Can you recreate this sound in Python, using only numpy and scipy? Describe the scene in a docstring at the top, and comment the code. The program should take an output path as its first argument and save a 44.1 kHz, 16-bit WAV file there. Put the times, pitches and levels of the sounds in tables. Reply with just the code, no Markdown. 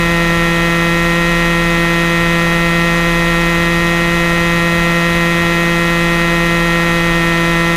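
"""First comes the hard buzz of a petrol model helicopter, right at a camera microphone on its frame.
Cruising past houses, the governed two-stroke fires about 169 times a second into its muffler;
its speed hunts slightly and ripples with the rotor, and the lawn below returns a faint, dull echo.
The main blades throb, the tail rotor and drive train sing, and rotor wash rushes over the microphone.
Each gust first stalls the blade throb, then swells it and buffets the microphone."""
import sys
import numpy as np
from scipy.fft import rfft, irfft, next_fast_len
from scipy.io import wavfile
from scipy.ndimage import map_coordinates

SR = 44100
rng = np.random.default_rng(int(sys.argv[2]) if len(sys.argv) > 2 else 0)


def wav_record(signal):
    """Record a signal, one row per channel, as 16-bit PCM in the file named by sys.argv[1]."""
    frames = np.transpose(np.atleast_2d(signal))
    bounded = np.clip(frames, -1, 1)
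    # unit amplitude maps onto the largest positive 16-bit level
    quanta = np.round(bounded * 32767).astype(np.int16)
    wavfile.write(sys.argv[1], SR, quanta)


N = 342216

# engine speed, following the load: (time [s], firing rate [Hz])
ENGINE_SPEED = [(0, 169.68), (0.3, 168.94), (0.8, 168.96), (1.3, 170.28), (1.65, 169.19), (2.6, 169.17),
                (3.05, 169.6), (3.3, 169.19), (4.1, 170.13), (4.7, 169.7), (5.55, 169.96), (6.95, 169.35),
                (7.3, 168.1), (7.76, 168.77)]
# exhaust pulse leaving the muffler, the strong 11th being the mesh of the main gear's pinion: (multiple of the
# firing rate, level [dB])
MUFFLER_HARMONICS = [(1, -17), (2, -22), (3, -25.5), (4, -32), (5, -35.5), (6, -28.5), (7, -32.5), (8, -26),
                     (9, -41.5), (10, -32.5), (11, -21), (12, -24), (13, -31.5), (14, -33.5), (15, -27),
                     (16, -38), (17, -35.5), (18, -53.5), (19, -36.5), (20, -43.5), (21, -39.5),
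                     (22, -42.5), (23, -37), (24, -43)]
# metallic buzz above the muffler's range: (multiple of the firing rate, level [dB])
BUZZ_HARMONICS = [(25, -68), (28, -48.5), (31, -66), (37, -54), (41, -56.5), (43, -69), (50, -62),
                  (58, -62.5), (66, -76), (71, -58), (75, -81), (78, -69), (80, -86)]
# gas blast of each firing: (frequency [Hz], relative level [dB])
BLAST_SPECTRUM = [(200, -13), (700, -17), (1300, 4), (2000, 5), (2700, -9.5), (3800, -7.5), (5000, -14),
                  (9000, -40)]
# piston rattle: (frequency [Hz], relative level [dB])
RATTLE_SPECTRUM = [(2000, -23), (3500, 3.5), (4600, 3), (5600, 0.5), (6000, -12), (6400, 2.5), (6850, -1.5),
                   (7500, -2), (12000, -8), (13300, -15), (15000, -20)]
# narrow resonances of the frame under the microphone: (frequency [Hz], width [Hz], gain [dB])
FRAME_RESONANCES = [(6000, 94, 13), (6800, 64, 7), (12030, 140, 0), (13260, 70, 14)]
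# slow course of the air at the microphone: (time [s], blade throb [dB], relative buffeting [dB])
AIR_LEVELS = [(0, -24.3, -34.0), (0.7, -28.8, -36.7), (1.4, -24.4, -35.6), (2.2, -27.4, -36.1),
              (3.3, -24.8, -35.5), (4.3, -27.0, -33.1), (5.5, -30.8, -37.5), (6.3, -27.2, -38.6),
              (7.76, -26.5, -35.6)]
# gusts: (time [s], length [s], rise of the buffeting [dB], dip of the throb just before [dB])
WIND_GUSTS = [(.39, 0.3, 6.5, 2), (4.52, .09, 7, 6), (4.82, .14, 10.5, 11), (5.147, 0.13, 7, 9),
              (7.14, .13, 10, 1)]
# main rotor, and tail rotor geared six to one: (multiple of the main rotor speed, level [dB])
ROTOR_TONES = [(1, -37.5), (4, -46), (6, -46), (11, -40.5), (12, -44), (20, -46.5), (24, -46), (60, -41),
               (180, -40)]
# gear and bearing whine: (multiple of the engine speed, level [dB])
WHINE_TONES = [(3.056, -38.5), (5.056, -44.5), (18.8, -44.5), (19.248, -56), (20.352, -55)]
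# rotor wash rushing past: (frequency [Hz], relative level [dB])
WASH_SPECTRUM = [(40, -2), (200, 1.5), (300, -1.5), (420, -1.5), (600, 1), (1100, -0.5), (2000, -3.5),
                 (3400, -3.5), (4400, -10), (7500, -16.5), (11500, -18), (13400, -22), (15000, -26)]
# rumble of eddies on the microphone: (frequency [Hz], relative level [dB])
BUFFET_SPECTRUM = [(8, -5), (20, 2.5), (55, 1.5), (100, -4), (180, -6), (300, -17), (800, -41)]

GEAR_RATIO = 100 / 11  # engine turns per turn of the main rotor
BAND_LIMIT_HZ, FULL_SCALE = 15300, 1.0


def amp(db):
    """Decibels to gain."""
    return 10 ** (np.asarray(db) / 20)


def unit(x):
    """x at rms 1."""
    return x / np.sqrt(np.mean(x ** 2) + 1e-20)


def curves(rows):
    """One value per sample for each column after the time."""
    times, *columns = np.transpose(rows)
    return [np.interp(np.arange(N) / SR, times, column) for column in columns]


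def wobble(rate):
    """A smooth random curve, rate knots a second."""
    knots = rng.standard_normal(int(N * rate / SR) + 4)
    return map_coordinates(knots, [np.arange(N) * rate / SR], mode="nearest")


def turns(hz):
    """Revolutions made so far at a changing speed."""
    return np.cumsum(hz) / SR


def filtered(x, response):
    """x through a filter whose gain is response(hz)."""
    size = next_fast_len(N + SR // 2)
    return irfft(rfft(x, size) * response(np.fft.rfftfreq(size, 1 / SR)), size)[:N]


def noise(spectrum):
    """Noise of rms 1 coloured by (frequency [Hz], relative level [dB]) points."""
    points_hz, db = np.transpose(spectrum)
    white = rng.standard_normal(N)
    return unit(filtered(white, lambda hz: amp(np.interp(np.log(hz + 1), np.log(points_hz), db))))


def tone(revolutions):
    """A sine of rms 1 that starts anywhere in its cycle."""
    return np.sqrt(2) * np.sin(2 * np.pi * (revolutions + rng.random()))


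def burst(crank, at, width):
    """A gate of rms 1 that opens once a revolution; at and width in revolutions."""
    offset = (crank - at + .5) % 1 - .5
    return unit(np.exp(-.5 * (offset / width) ** 2))


def swell(at_s, length_s):
    """A bell in time, 1 at its centre and a half at the ends of its length."""
    return .5 ** ((2 * (np.arange(N) / SR - at_s) / length_s) ** 2)


def crankshaft(hunt_hz=9.5, hunt_depth_hz=0.39, ripple=0.0019, jitter=0.00063, start_turn=.2):
    """Engine revolutions: the governor hunts, the rotor load ripples, no two firings push alike."""
    speed, = curves(ENGINE_SPEED)
    depth_hz = hunt_depth_hz * amp(2.2 * wobble(2.03))
    hunt_cycles = hunt_hz * np.arange(N) / SR + 0.14 * wobble(2)
    hunt = depth_hz * np.sin(2 * np.pi * hunt_cycles)
    load = ripple * np.sin(2 * np.pi * turns(speed) / GEAR_RATIO)
    return start_turn + turns(speed * (1 + load + jitter * wobble(80)) + hunt)


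def exhaust_cycle(leak_db=-30, smear_order=9, buzz_scatter_db=0.25, size=2048):
    """One revolution of pressure at the pipe: a sharp pulse, then the muffler's ringing."""
    order = np.arange(size // 2 + 1)
    harmonics = [(0, leak_db), *MUFFLER_HARMONICS, *BUZZ_HARMONICS]
    db = np.interp(order, *np.transpose(harmonics))
    db += buzz_scatter_db * rng.standard_normal(len(order)) * (order > len(MUFFLER_HARMONICS))
    # minimum phase, so the ringing follows the pulse
    cepstrum = irfft(np.log(amp(db)))
    causal = np.r_[1, np.full(size // 2 - 1, 2), np.zeros(size // 2)]
    ringing = np.exp(rfft(cepstrum * causal))
    # highs leave the pipe slightly ahead of lows
    dispersion = (smear_order - 1j * order) / (smear_order + 1j * order)
    in_band = (order > 0) & (order * ENGINE_SPEED[0][1] < BAND_LIMIT_HZ)
    return -irfft(ringing * dispersion * in_band) * size / np.sqrt(2)


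def engine(crank, scatter=0.022, blast_db=-31.5, rattle_db=-40.0):
    """Each firing gives its own size of pulse and gas blast; the piston rattles later in the turn."""
    cycle = exhaust_cycle()
    firing = (crank + 0.092).astype(int)  # the count steps just ahead of each pulse
    strength = 1 + scatter * rng.standard_normal(firing[-1] + 1)[firing]
    pulses = np.interp(crank % 1, np.arange(len(cycle)) / len(cycle), cycle, period=1)
    blast_gate = unit(burst(crank, at=0.028, width=0.072) + 0.94 * burst(crank, at=0.3, width=.15))
    blast = noise(BLAST_SPECTRUM) * blast_gate
    rattle = noise(RATTLE_SPECTRUM) * burst(crank, at=0.69, width=0.18)
    return strength * (pulses + amp(blast_db) * blast) + amp(rattle_db) * rattle


def frame(vibration):
    """The frame carries vibration to the microphone, whistling as overtones drift into its resonances."""
    def response(hz):
        return 1 + sum(amp(db) * 1j * hz * width / (centre ** 2 - hz ** 2 + 1j * hz * width)
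                       for centre, width, db in FRAME_RESONANCES)
    return filtered(vibration, response)


def ground_echo(source, echo_db=-20, height_m=1.4, bob_m=0.128, dull_hz=2500):
    """The lawn below returns a dull copy; as the height bobs, each overtone slowly swells and fades."""
    path_m = 2 * (height_m + bob_m * wobble(1.2))
    delay_samples = path_m / 343 * SR  # sound travels 343 m/s
    dull = filtered(source, lambda hz: 1 / (1 + 1j * hz / dull_hz))
    return amp(echo_db) * np.interp(np.arange(N) - delay_samples, np.arange(N), dull)


def gusting_air(stall_lead_s=.12, stall_s=.08, throb_follows=0.27):
    """Throb and buffeting levels in dB: each gust first stalls the throb, then lifts both."""
    throb_db, buffet_db = curves(AIR_LEVELS)
    gust_db = sum(rise * swell(at, length) for at, length, rise, _ in WIND_GUSTS)
    stall_db = sum(dip * swell(at - stall_lead_s, stall_s) for at, _, _, dip in WIND_GUSTS)
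    return throb_db + throb_follows * gust_db - stall_db, buffet_db + gust_db


def rotors(shaft, throb_db, flutter_db=1.3, waver_db=2):
    """Two main blades throb just overhead; main and tail rotors add wavering tones."""
    tones = sum(amp(db + waver_db * wobble(5)) * tone(order * shaft + 0.086 * wobble(6.7))
                for order, db in ROTOR_TONES)
    throb = amp(throb_db + flutter_db * wobble(13)) * tone(2 * shaft)
    return throb + tones


def drive_train(crank, waver_db=2):
    """Gears and bearings whine close by, in step with the engine."""
    return sum(amp(db + waver_db * wobble(3.8)) * tone(order * crank) for order, db in WHINE_TONES)


def downwash(shaft, buffet_db, wash_db=-24.5, chop=0.058, buffet_trim_db=-0.6, lumps_db=2.5):
    """The rush of air swells at each blade pass; its eddies buffet the microphone."""
    wash = noise(WASH_SPECTRUM) * (1 + chop * np.sin(2 * np.pi * 2 * shaft))
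    eddies = amp(buffet_db + lumps_db * wobble(14)) * noise(BUFFET_SPECTRUM)
    return amp(wash_db) * wash + amp(buffet_trim_db) * eddies


def scene():
    """One microphone riding on the frame, at a fixed distance from all that the crankshaft turns."""
    crank = crankshaft()
    shaft = crank / GEAR_RATIO  # main rotor revolutions
    motor = frame(engine(crank))
    echo = ground_echo(motor)
    throb_db, buffet_db = gusting_air()
    mix = motor + echo + rotors(shaft, throb_db) + drive_train(crank) + downwash(shaft, buffet_db)
    return mix[None]


def record(dry, hardness=20):
    """The camera rounds off the tallest pulses near full scale and keeps nothing above its band limit."""
    rounded = dry[0] / (1 + np.abs(dry[0] / FULL_SCALE) ** hardness) ** (1 / hardness)
    return filtered(rounded, lambda hz: hz < BAND_LIMIT_HZ)[None]


dry = scene()
out = record(dry)
wav_record(out)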